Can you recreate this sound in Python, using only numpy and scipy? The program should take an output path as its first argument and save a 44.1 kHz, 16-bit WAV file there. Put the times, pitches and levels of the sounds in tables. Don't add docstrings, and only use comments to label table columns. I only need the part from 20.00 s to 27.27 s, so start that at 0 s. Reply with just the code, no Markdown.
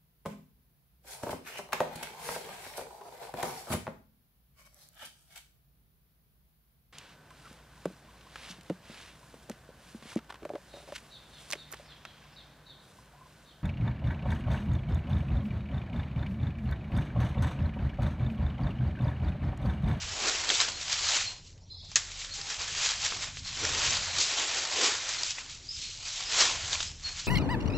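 import sys
import numpy as np
from scipy import signal
from scipy.fft import rfft, irfft, next_fast_len
from scipy.io import wavfile
from scipy.ndimage import uniform_filter1d, map_coordinates

SR = 44100
rng = np.random.default_rng(int(sys.argv[2]) if len(sys.argv) > 2 else 0)


def volts_from_decibels(level):
    exponent = np.asarray(level, float) / 20
    return 10 ** exponent


def waveform_to_disk(signal):
    frames = np.transpose(np.atleast_2d(signal))
    scaled = np.clip(frames, -1, 1) * 32767
    samples = np.round(scaled).astype(np.int16)
    wavfile.write(sys.argv[1], SR, samples)


N = 320607

# peak_s, hiss_db, rise_s (per 10 dB), fall_s (per 10 dB), lightness_db
GUSTS = [(0.022, -42.6, 0.037, 0.319, -2.7), (0.275, -34.6, 0.119, 0.309, -3.5),
         (0.613, -29.4, 0.03, 0.036, -2.6), (0.924, -33.8, 0.039, 0.063, 0.8),
         (1.165, -30.5, 0.198, 0.069, -0.4), (1.472, -55.4, 0.04, 0.042, 15.0),
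         (2.22, -44.4, 0.105, 0.156, -0.5), (2.523, -38.5, 0.09, 0.036, -1.8),
         (2.641, -43.8, 0.039, 0.314, -3.2), (2.857, -32.3, 0.132, 0.109, -0.3),
         (3.052, -35.0, 0.054, 0.123, -0.4), (3.461, -43.5, 0.02, 0.6, 1.4),
         (3.655, -36.6, 0.082, 0.302, -3.5), (3.851, -32.1, 0.127, 0.213, -1.3),
         (4.208, -28.8, 0.028, 0.061, 15.0), (4.42, -34.6, 0.29, 0.339, -2.1),
         (4.841, -28.7, 0.096, 0.114, -2.4), (5.107, -38.7, 0.119, 0.182, -2.2),
         (5.304, -39.2, 0.227, 0.045, 6.1), (5.83, -41.7, 0.112, 0.169, 7.8),
         (6.064, -42.2, 0.059, 0.6, 3.2), (6.409, -26.4, 0.074, 0.1, -1.4),
         (6.743, -35.4, 0.098, 0.038, -0.6), (7.069, -43.5, 0.039, 0.142, -1.6)]
# peak_s, hiss_db, lightness_db
FLURRIES = [(0.176, -45.5, -5), (0.504, -35, -4), (0.546, -30.5, 12.1), (0.681, -42, -4.5),
            (0.813, -43, 2.6), (1.249, -41.5, -0.5), (1.375, -73, 9), (1.853, -63, 12.0),
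            (1.92, -51.5, 1.7), (2.029, -54.5, -4.5), (2.108, -54, -3), (2.352, -42.5, 25),
            (2.394, -52.5, -8), (2.611, -38.5, -2.5), (3.131, -44.0, -4), (3.228, -40, -2.5),
            (3.379, -47.4, 6), (4.186, -36.5, -2.5), (4.577, -38.5, -3), (4.786, -48, -9.5),
            (5.041, -51, -5), (5.213, -44, -4.2), (5.383, -45, -3.3), (5.513, -45, 3.8), (6.203, -48, -3),
            (6.488, -50, -7), (6.599, -41, -0.5), (6.804, -37.5, 3), (7.186, -42, 0.5), (7.266, -42, 19)]
FLURRY_RISE_S, FLURRY_FALL_S = 0.029, 0.076
# over_brisk_db, loss_db (per dB of lightness), growth_db (per dB of wind)
ANSWERS = [
    (4, -0.01, 1.0161),
    (-2, 0.16, 1.04),
    (-7, 1.12, 1.03),
    (-13.5, 1.56, 0.93),
    (-26.5, 3, 1.3854),
]
BRISK_DB = -35
RESTING_DB = -72
# time_s, branch_level_db
FACING = [(0, -5.5), (.15, 2.5), (.65, -0.5), (.78, -0.5), (1.3, 0), (2.2, -5), (3.1, 0), (3.45, -1.5),
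          (3.62, -1), (3.8, 2), (4.1, 0), (4.6, 1.5), (5.0, 2), (5.4, -5), (6.0, 1), (6.7, 2), (7.1, 0),
          (7.27, -3)]

# pitch_hz, level_db (per Hz)
HISS_COLOUR = [(2400, -33.5), (3200, -6), (3800, 0.5), (4600, 1), (6900, 0), (7800, -2), (8900, -14),
               (9500, -38)]
# pitch_hz, level_db (per Hz)
TIP_COLOUR = [(1500, -40.5), (2100, -6.5), (2500, -2.5), (3200, -2), (3800, -9), (5000, -30)]
# pitch_hz, level_db (per Hz)
BLADE_COLOUR = [(600, -41.5), (950, -11.5), (1300, -2), (1900, -1), (2400, -8), (3200, -39.5)]
# pitch_hz, level_db (per Hz)
BRANCH_COLOUR = [(330, -39), (480, -6.5), (600, -0.5), (900, 1), (1150, 0), (1500, -51)]
# pitch_hz, level_db (per Hz)
BOUGH_COLOUR = [(110, -31.5), (180, -12.5), (280, -3), (440, 2), (540, -2.5), (700, -38)]

# start_s, peak_db, ring_hz, low_part_db
SNAPS = [(0.0374, -29, 1050, -16), (0.4903, -8, 4150, -24), (0.5006, -5, 3270, -25),
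         (0.5401, -14, 3420, -22), (0.554, -13.5, 3600, -20), (0.6014, -7.5, 3900, -31),
         (0.7183, -22, 4340, -12), (0.8115, -17.5, 3670, -30), (1.087, -11, 3990, -17),
         (1.577, -43, 4210, -24), (1.8484, -36, 4390, -26), (1.895, -43, 4240, -18),
         (1.9151, -28, 5140, -9), (2.116, -23.5, 3860, -20), (2.216, -24.5, 2290, -26),
         (2.2461, -21.5, 3660, -26), (2.413, -17.5, 4880, -27), (3.1214, -17, 1310, -8),
         (3.3696, -22, 2920, -30), (4.1617, -23, 6550, -15), (4.1868, -13, 4400, -21),
         (4.212, -14, 4560, -16), (5.09, -16.5, 6300, -3.5), (5.2324, -9.5, 4800, -23),
         (5.383, -20, 2000, -13), (6.4033, -12, 5040, -23), (6.729, -10, 3700, -49.5),
         (6.753, -15, 2380, -30), (6.8041, -13.5, 3600, -6), (7.2015, -23, 4300, -24)]
# pitch_hz, level_db, fade_s (to -60 dB)
TWIG_MODES = [(1850, -24, 0.025), (2630, -19.5, 0.025), (4270, -20, 0.022), (6450, 0, 0.0063),
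              (6900, -10, 0.0085)]
# delay_s, level_db
TWIG_ECHOES = [(.0019, -10), (.0045, -12), (.0078, -14), (.0098, -8), (.0152, -18)]
# pitch_hz, level_db (per Hz)
TWIG_TAIL_COLOUR = [(180, -32), (300, -30), (1100, -20.5), (1800, -12), (2280, -15.5), (2740, -13.5),
                    (6340, -11), (7710, -10.5), (8500, -36), (11000, -52), (18700, -120)]

# start_s, length_s, first_hz, level_db
CHIPS = [(0.724, 0.087, 4300, -47), (1.255, .05, 4200, -39), (1.696, 0.062, 4110, -46),
         (2.301, 0.048, 4290, -45), (3.441, 0.066, 4290, -44), (4.06, .07, 4240, -43.5),
         (4.645, 0.063, 4270, -49), (5.179, 0.037, 4270, -41), (5.78, 0.12, 4330, -44.5),
         (7.029, .07, 4295, -38)]
CHIP_SAG_HZ_PER_S, CHIP_WARBLE_HZ = 720, 86
# start_s, length_s, first_hz, last_hz, level_db
SLURS = [(1.695, .16, 4980, 5200, -56), (3.38, .04, 4550, 4500, -65), (5.635, 0.057, 4800, 4750, -54),
         (5.685, .045, 4900, 5290, -41), (5.735, .055, 5160, 5150, -42), (6.045, .03, 4500, 4600, -49),
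         (6.169, .06, 4480, 4830, -51), (6.247, .075, 4930, 5210, -40), (6.849, .049, 5170, 5130, -44),
         (7.249, .04, 4760, 4720, -50.5)]
SLUR_WARBLE_HZ = 150
# start_s, length_s, first_hz, last_hz, level_db
COOS = [
    (2.15, 0.21, 493, 566, -68),
    (2.34, 0.22, 798, 808, -59.5),
    (2.62, .17, 470, 499, -67),
]
COO_WARBLE_HZ = 25
# start_s, length_s, swell_s, level_db
CHATTER = (1.68, .26, .07, -52)
# pitch_hz, level_db (per Hz)
CHATTER_COLOUR = [(3150, -40), (3350, -2.5), (4200, 0.5), (5250, -6), (5420, -40)]

# time_s, shaft_hz, drone_db
ENGINE = [(0, 35.7, -57), (1, 34.6, -59), (2.5, 34.3, -59), (3.5, 34.2, -57), (4.1, 33, -61),
          (4.7, 33, -68), (5.5, 33.2, -60), (6.2, 35.6, -57), (7.27, 35.8, -56)]
# multiple_of_shaft, level_db
ENGINE_ORDERS = [(.7, -8.5), (1, 2), (3, -12), (4, -8), (5, -18), (8, -18.5)]
# time_s, firing_hz, level_db
TRAFFIC = [(0, 78, -62), (.3, 77.2, -53), (.6, 89, -63), (2.04, 85.36, -59.5), (2.7, 82.3, -73),
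           (4.11, 85.6, -54.5), (4.5, 89.1, -68.5), (6.2, 96.1, -70), (6.62, 72.7, -54), (7.27, 77.6, -57)]
# time_s, level_db
TOWN = [(0.0, -51), (0.04, -49), (0.4, -56), (2.59, -58), (3.89, -44.5), (4.39, -60), (6.07, -57),
        (6.4, -52), (7.27, -53.5)]
# pitch_hz, level_db (per Hz)
RUMBLE_COLOUR = [(8.8, -37), (15, 0), (27, -5), (54, 0), (86, 5.5), (171, -6), (193, -10.5), (260, -13.5),
                 (340, -42.5), (570, -120)]
# pitch_hz, level_db (per Hz)
STILL_AIR_COLOUR = [(150, -48.5), (230, -1), (500, -4.5), (900, -5.5), (1500, -17), (5790, -7),
                    (7440, -10.5), (8500, -39.5)]
STILL_AIR_DB = -63

# time_s, low_hz, high_hz, level_db
SLIPS = [
    (3.249, 5150, 8260, -45.5),
    (3.901, 5600, 7100, -34),
]


def unit(x):
    return x / np.sqrt(np.mean(x ** 2) + 1e-20)


def curves(rows):
    s, *columns = np.transpose(rows)
    return [np.interp(np.arange(N) / SR, s, column) for column in columns]


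def wobble(rate, count=N):
    knots = np.arange(0, count * rate / SR + 1, 1 / 8)
    smooth = map_coordinates(rng.standard_normal(int(knots[-1]) + 4), [knots])
    return np.interp(np.arange(count) * rate / SR, knots, smooth)


def coloured(x, spectrum):
    m = next_fast_len(len(x) + 8192)
    hz, db = np.transpose(spectrum)
    bins_hz = np.fft.rfftfreq(m, 1 / SR)
    gain = volts_from_decibels(np.interp(np.log(bins_hz + 1), np.log(hz + 1), db, -120, -120))
    return unit(irfft(rfft(x, m) * gain, m)[:len(x)])


def patchy(patchy_db):
    z = signal.stft(rng.standard_normal(N), nperseg=512)[2]
    field = uniform_filter1d(rng.standard_normal(z.shape), size=8, axis=0)
    field = uniform_filter1d(field, size=6, axis=1)
    return signal.istft(z * volts_from_decibels(patchy_db * unit(field)), nperseg=512)[1][:N]


def wind():
    flurries = [(s, db, FLURRY_RISE_S, FLURRY_FALL_S, light) for s, db, light in FLURRIES]
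    s, db, rise, fall, light = np.transpose(list(GUSTS) + flurries)[..., None]
    t = np.arange(0, N / SR + .004, .002)
    before = (s - t) / np.maximum(rise, .005)
    after = (t - s) / np.maximum(fall, .005)
    away = np.where(t < s, before, after)
    power = volts_from_decibels(2 * (db - BRISK_DB - 10 * away))
    gains = []
    for over_db, loss, growth in ANSWERS:
        felt = np.sum(volts_from_decibels(-2 * loss * light) * power, axis=0)
        gain = volts_from_decibels(BRISK_DB + over_db) * felt ** (growth / 2)
        gains.append(np.interp(np.arange(N) / SR, t, gain))
    return gains


def contacts(rate, spread_db, life):
    draws = rng.random((3, N))
    touches = draws[0] < rate / SR
    sizes = touches * volts_from_decibels(np.minimum(-spread_db * np.log(1 - draws[1]), 12))
    fade = signal.lfilter([1], [1, -np.exp(-1 / (life * SR))], sizes)
    return unit(fade * (draws[2] - .5))


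def foliage(hiss, tips, blades, branches):
    flutter = volts_from_decibels(.5 * wobble(22) + .65 * wobble(45))
    crackle = contacts(rate=500, spread_db=2.5, life=0.0018)

    def layer(colour, crackle_share, own_db):
        own_flutter = volts_from_decibels(own_db * wobble(15))
        rubbing = patchy(patchy_db=1.33) + crackle_share * crackle
        return coloured(flutter * own_flutter * rubbing, colour)

    return (hiss * layer(HISS_COLOUR, 0.64, 0.14) + tips * layer(TIP_COLOUR, 0.21, 0.53)
            + blades * layer(BLADE_COLOUR, 0.74, 0.87) + branches * layer(BRANCH_COLOUR, 0.33, 1.2))


def boughs(sway):
    return sway * volts_from_decibels(1.7 * wobble(14)) * coloured(patchy(patchy_db=2.5), BOUGH_COLOUR)


def snaps():
    out, t = np.zeros(N + SR), np.arange(SR // 8) / SR
    low_band = signal.butter(2, [600, 2500], "band", fs=SR)
    for s, db, ring_hz, low_db in SNAPS:
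        crack_and_rattle = volts_from_decibels(-60 * t / .008) + .35 * volts_from_decibels(-60 * t / .06)
        burst = rng.standard_normal(len(t)) * crack_and_rattle * (1 - np.exp(-t / .0002))
        leaf = signal.lfilter(*signal.iirpeak(ring_hz, 1.3, SR), burst)
        ring = 0.53 * volts_from_decibels(-60 * t / 0.014) * np.sin(2 * np.pi * ring_hz * t)
        low = volts_from_decibels(low_db + 2.5) * signal.lfilter(*low_band, burst)
        out[round((s + .0007) * SR):][:len(t)] += volts_from_decibels(db - 4) * (ring + leaf + low)
    return out[:N]


def twig():
    out, t = np.zeros(N + SR), np.arange(SR // 4) / SR
    crack = sum(volts_from_decibels(db - 60 * t / fade_s) * np.sin(2 * np.pi * hz * t) for hz, db, fade_s in TWIG_MODES)
    crack = crack * (1 - np.exp(-t / 0.00025)) / np.max(abs(crack))
    direct = (0.00024, 0)
    for delay, db in [direct] + list(TWIG_ECHOES):
        out[round((1.9571 + delay) * SR):][:len(t)] += volts_from_decibels(db + 2.0) * crack
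    fading = volts_from_decibels(-21.0 - 60 * t / 0.088) + volts_from_decibels(-35.0 - 60 * t / 0.64)
    tail = fading * coloured(rng.standard_normal(len(t)), TWIG_TAIL_COLOUR)
    out[round(1.9585 * SR):][:len(t)] += tail
    return out[:N]


def birds():
    out = np.zeros(N + SR)
    waver = volts_from_decibels(3.2 * wobble(110))
    chips = [(s, length, hz, hz - CHIP_SAG_HZ_PER_S * length, db) for s, length, hz, db in CHIPS]
    voices = [(chips, CHIP_WARBLE_HZ), (SLURS, SLUR_WARBLE_HZ), (COOS, COO_WARBLE_HZ)]
    for notes, depth_hz in voices:
        for s, length, first_hz, last_hz, db in notes:
            at = min(round(s * SR), N - 1)
            u = np.linspace(0, 1, round(length * SR))[:N - at]
            warble = np.tanh(1.4 * wobble(380, count=len(u)))
            hz = first_hz + (last_hz - first_hz) * u + depth_hz * warble
            swell = np.clip(6 * u, 0, 1) * np.clip(6 * (1 - u), 0, 1)
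            whistle = np.sin(2 * np.pi * np.cumsum(hz) / SR)
            out[at:][:len(u)] += volts_from_decibels(db + 1.5) * swell * whistle
    calls = out[:N]
    t = np.arange(SR // 3) / SR
    echoes = rng.standard_normal(len(t)) * volts_from_decibels(-60 * t / .4) * (t > .012)
    wet = signal.fftconvolve(waver * calls, echoes / np.linalg.norm(echoes))[:N]
    return waver * (calls + volts_from_decibels(-7) * wet)


def chatter():
    s, length, swell_s, db = CHATTER
    t = np.arange(N) / SR - s
    hz = 4300 + 1100 * np.tanh(wobble(1500))
    buzz = np.sin(2 * np.pi * np.cumsum(hz) / SR)
    swell = np.clip(np.minimum(t, length - t) / swell_s, 0, 1)
    return volts_from_decibels(db + 1.5 * wobble(70)) * swell * coloured(buzz, CHATTER_COLOUR)


def engine():
    shaft_hz, drone_db = curves(ENGINE)
    turn = 2 * np.pi * np.cumsum(shaft_hz) / SR
    drone = np.zeros(N)
    for multiple, db in ENGINE_ORDERS:
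        level = volts_from_decibels(db + 0.7 + 2.6 * wobble(2.7))
        drone += level * np.sin(multiple * turn + 0.81 * wobble(5.4))
    return volts_from_decibels(drone_db) * drone


def traffic():
    firing_hz, vehicle_db = curves(TRAFFIC)
    beat = 2 * np.pi * np.cumsum(firing_hz) / SR + 1.0 * wobble(6.8)
    hum = np.sin(beat) + volts_from_decibels(-13.5) * np.sin(2 * beat)
    return volts_from_decibels(vehicle_db + 4.6 * wobble(2.5)) * hum


def town_rumble():
    rumble_db, = curves(TOWN)
    return volts_from_decibels(rumble_db + 1.2 * wobble(3.3)) * coloured(patchy(patchy_db=2.0), RUMBLE_COLOUR)


def still_air():
    return volts_from_decibels(STILL_AIR_DB + 0.77 * wobble(5.4)) * coloured(patchy(patchy_db=5.0), STILL_AIR_COLOUR)


def scene():
    hiss, tips, blades, branches, sway = wind()
    facing = volts_from_decibels(curves(FACING)[0])
    trees = foliage(hiss, tips, blades, facing * branches)
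    trees = trees + boughs(facing * np.hypot(sway, volts_from_decibels(RESTING_DB)))
    animals = birds() + chatter()
    distance = engine() + traffic() + town_rumble() + still_air()
    return np.tile(trees + snaps() + twig() + animals + distance, (2, 1))


def roll_off(x):
    return signal.sosfilt(signal.butter(12, 8760, fs=SR, output="sos"), x)


def record(dry):
    kept = signal.sosfilt(signal.cheby2(12, 60, 8950, fs=SR, output="sos"), dry)
    t, apart = np.arange(N) / SR, np.zeros(N)
    for s, low_hz, high_hz, db in SLIPS:
        edges = [(low_hz - 150, -60), (low_hz, 0), (high_hz, 0), (high_hz + 150, -60)]
        band = coloured(rng.standard_normal(N), edges)
        moment = np.cos(np.clip((t - s) / 0.017, -1, 1) * np.pi / 2)
        apart += volts_from_decibels(db) * band * moment
    return roll_off(kept + [apart, -apart])


dry = scene()
out = record(dry)
waveform_to_disk(out)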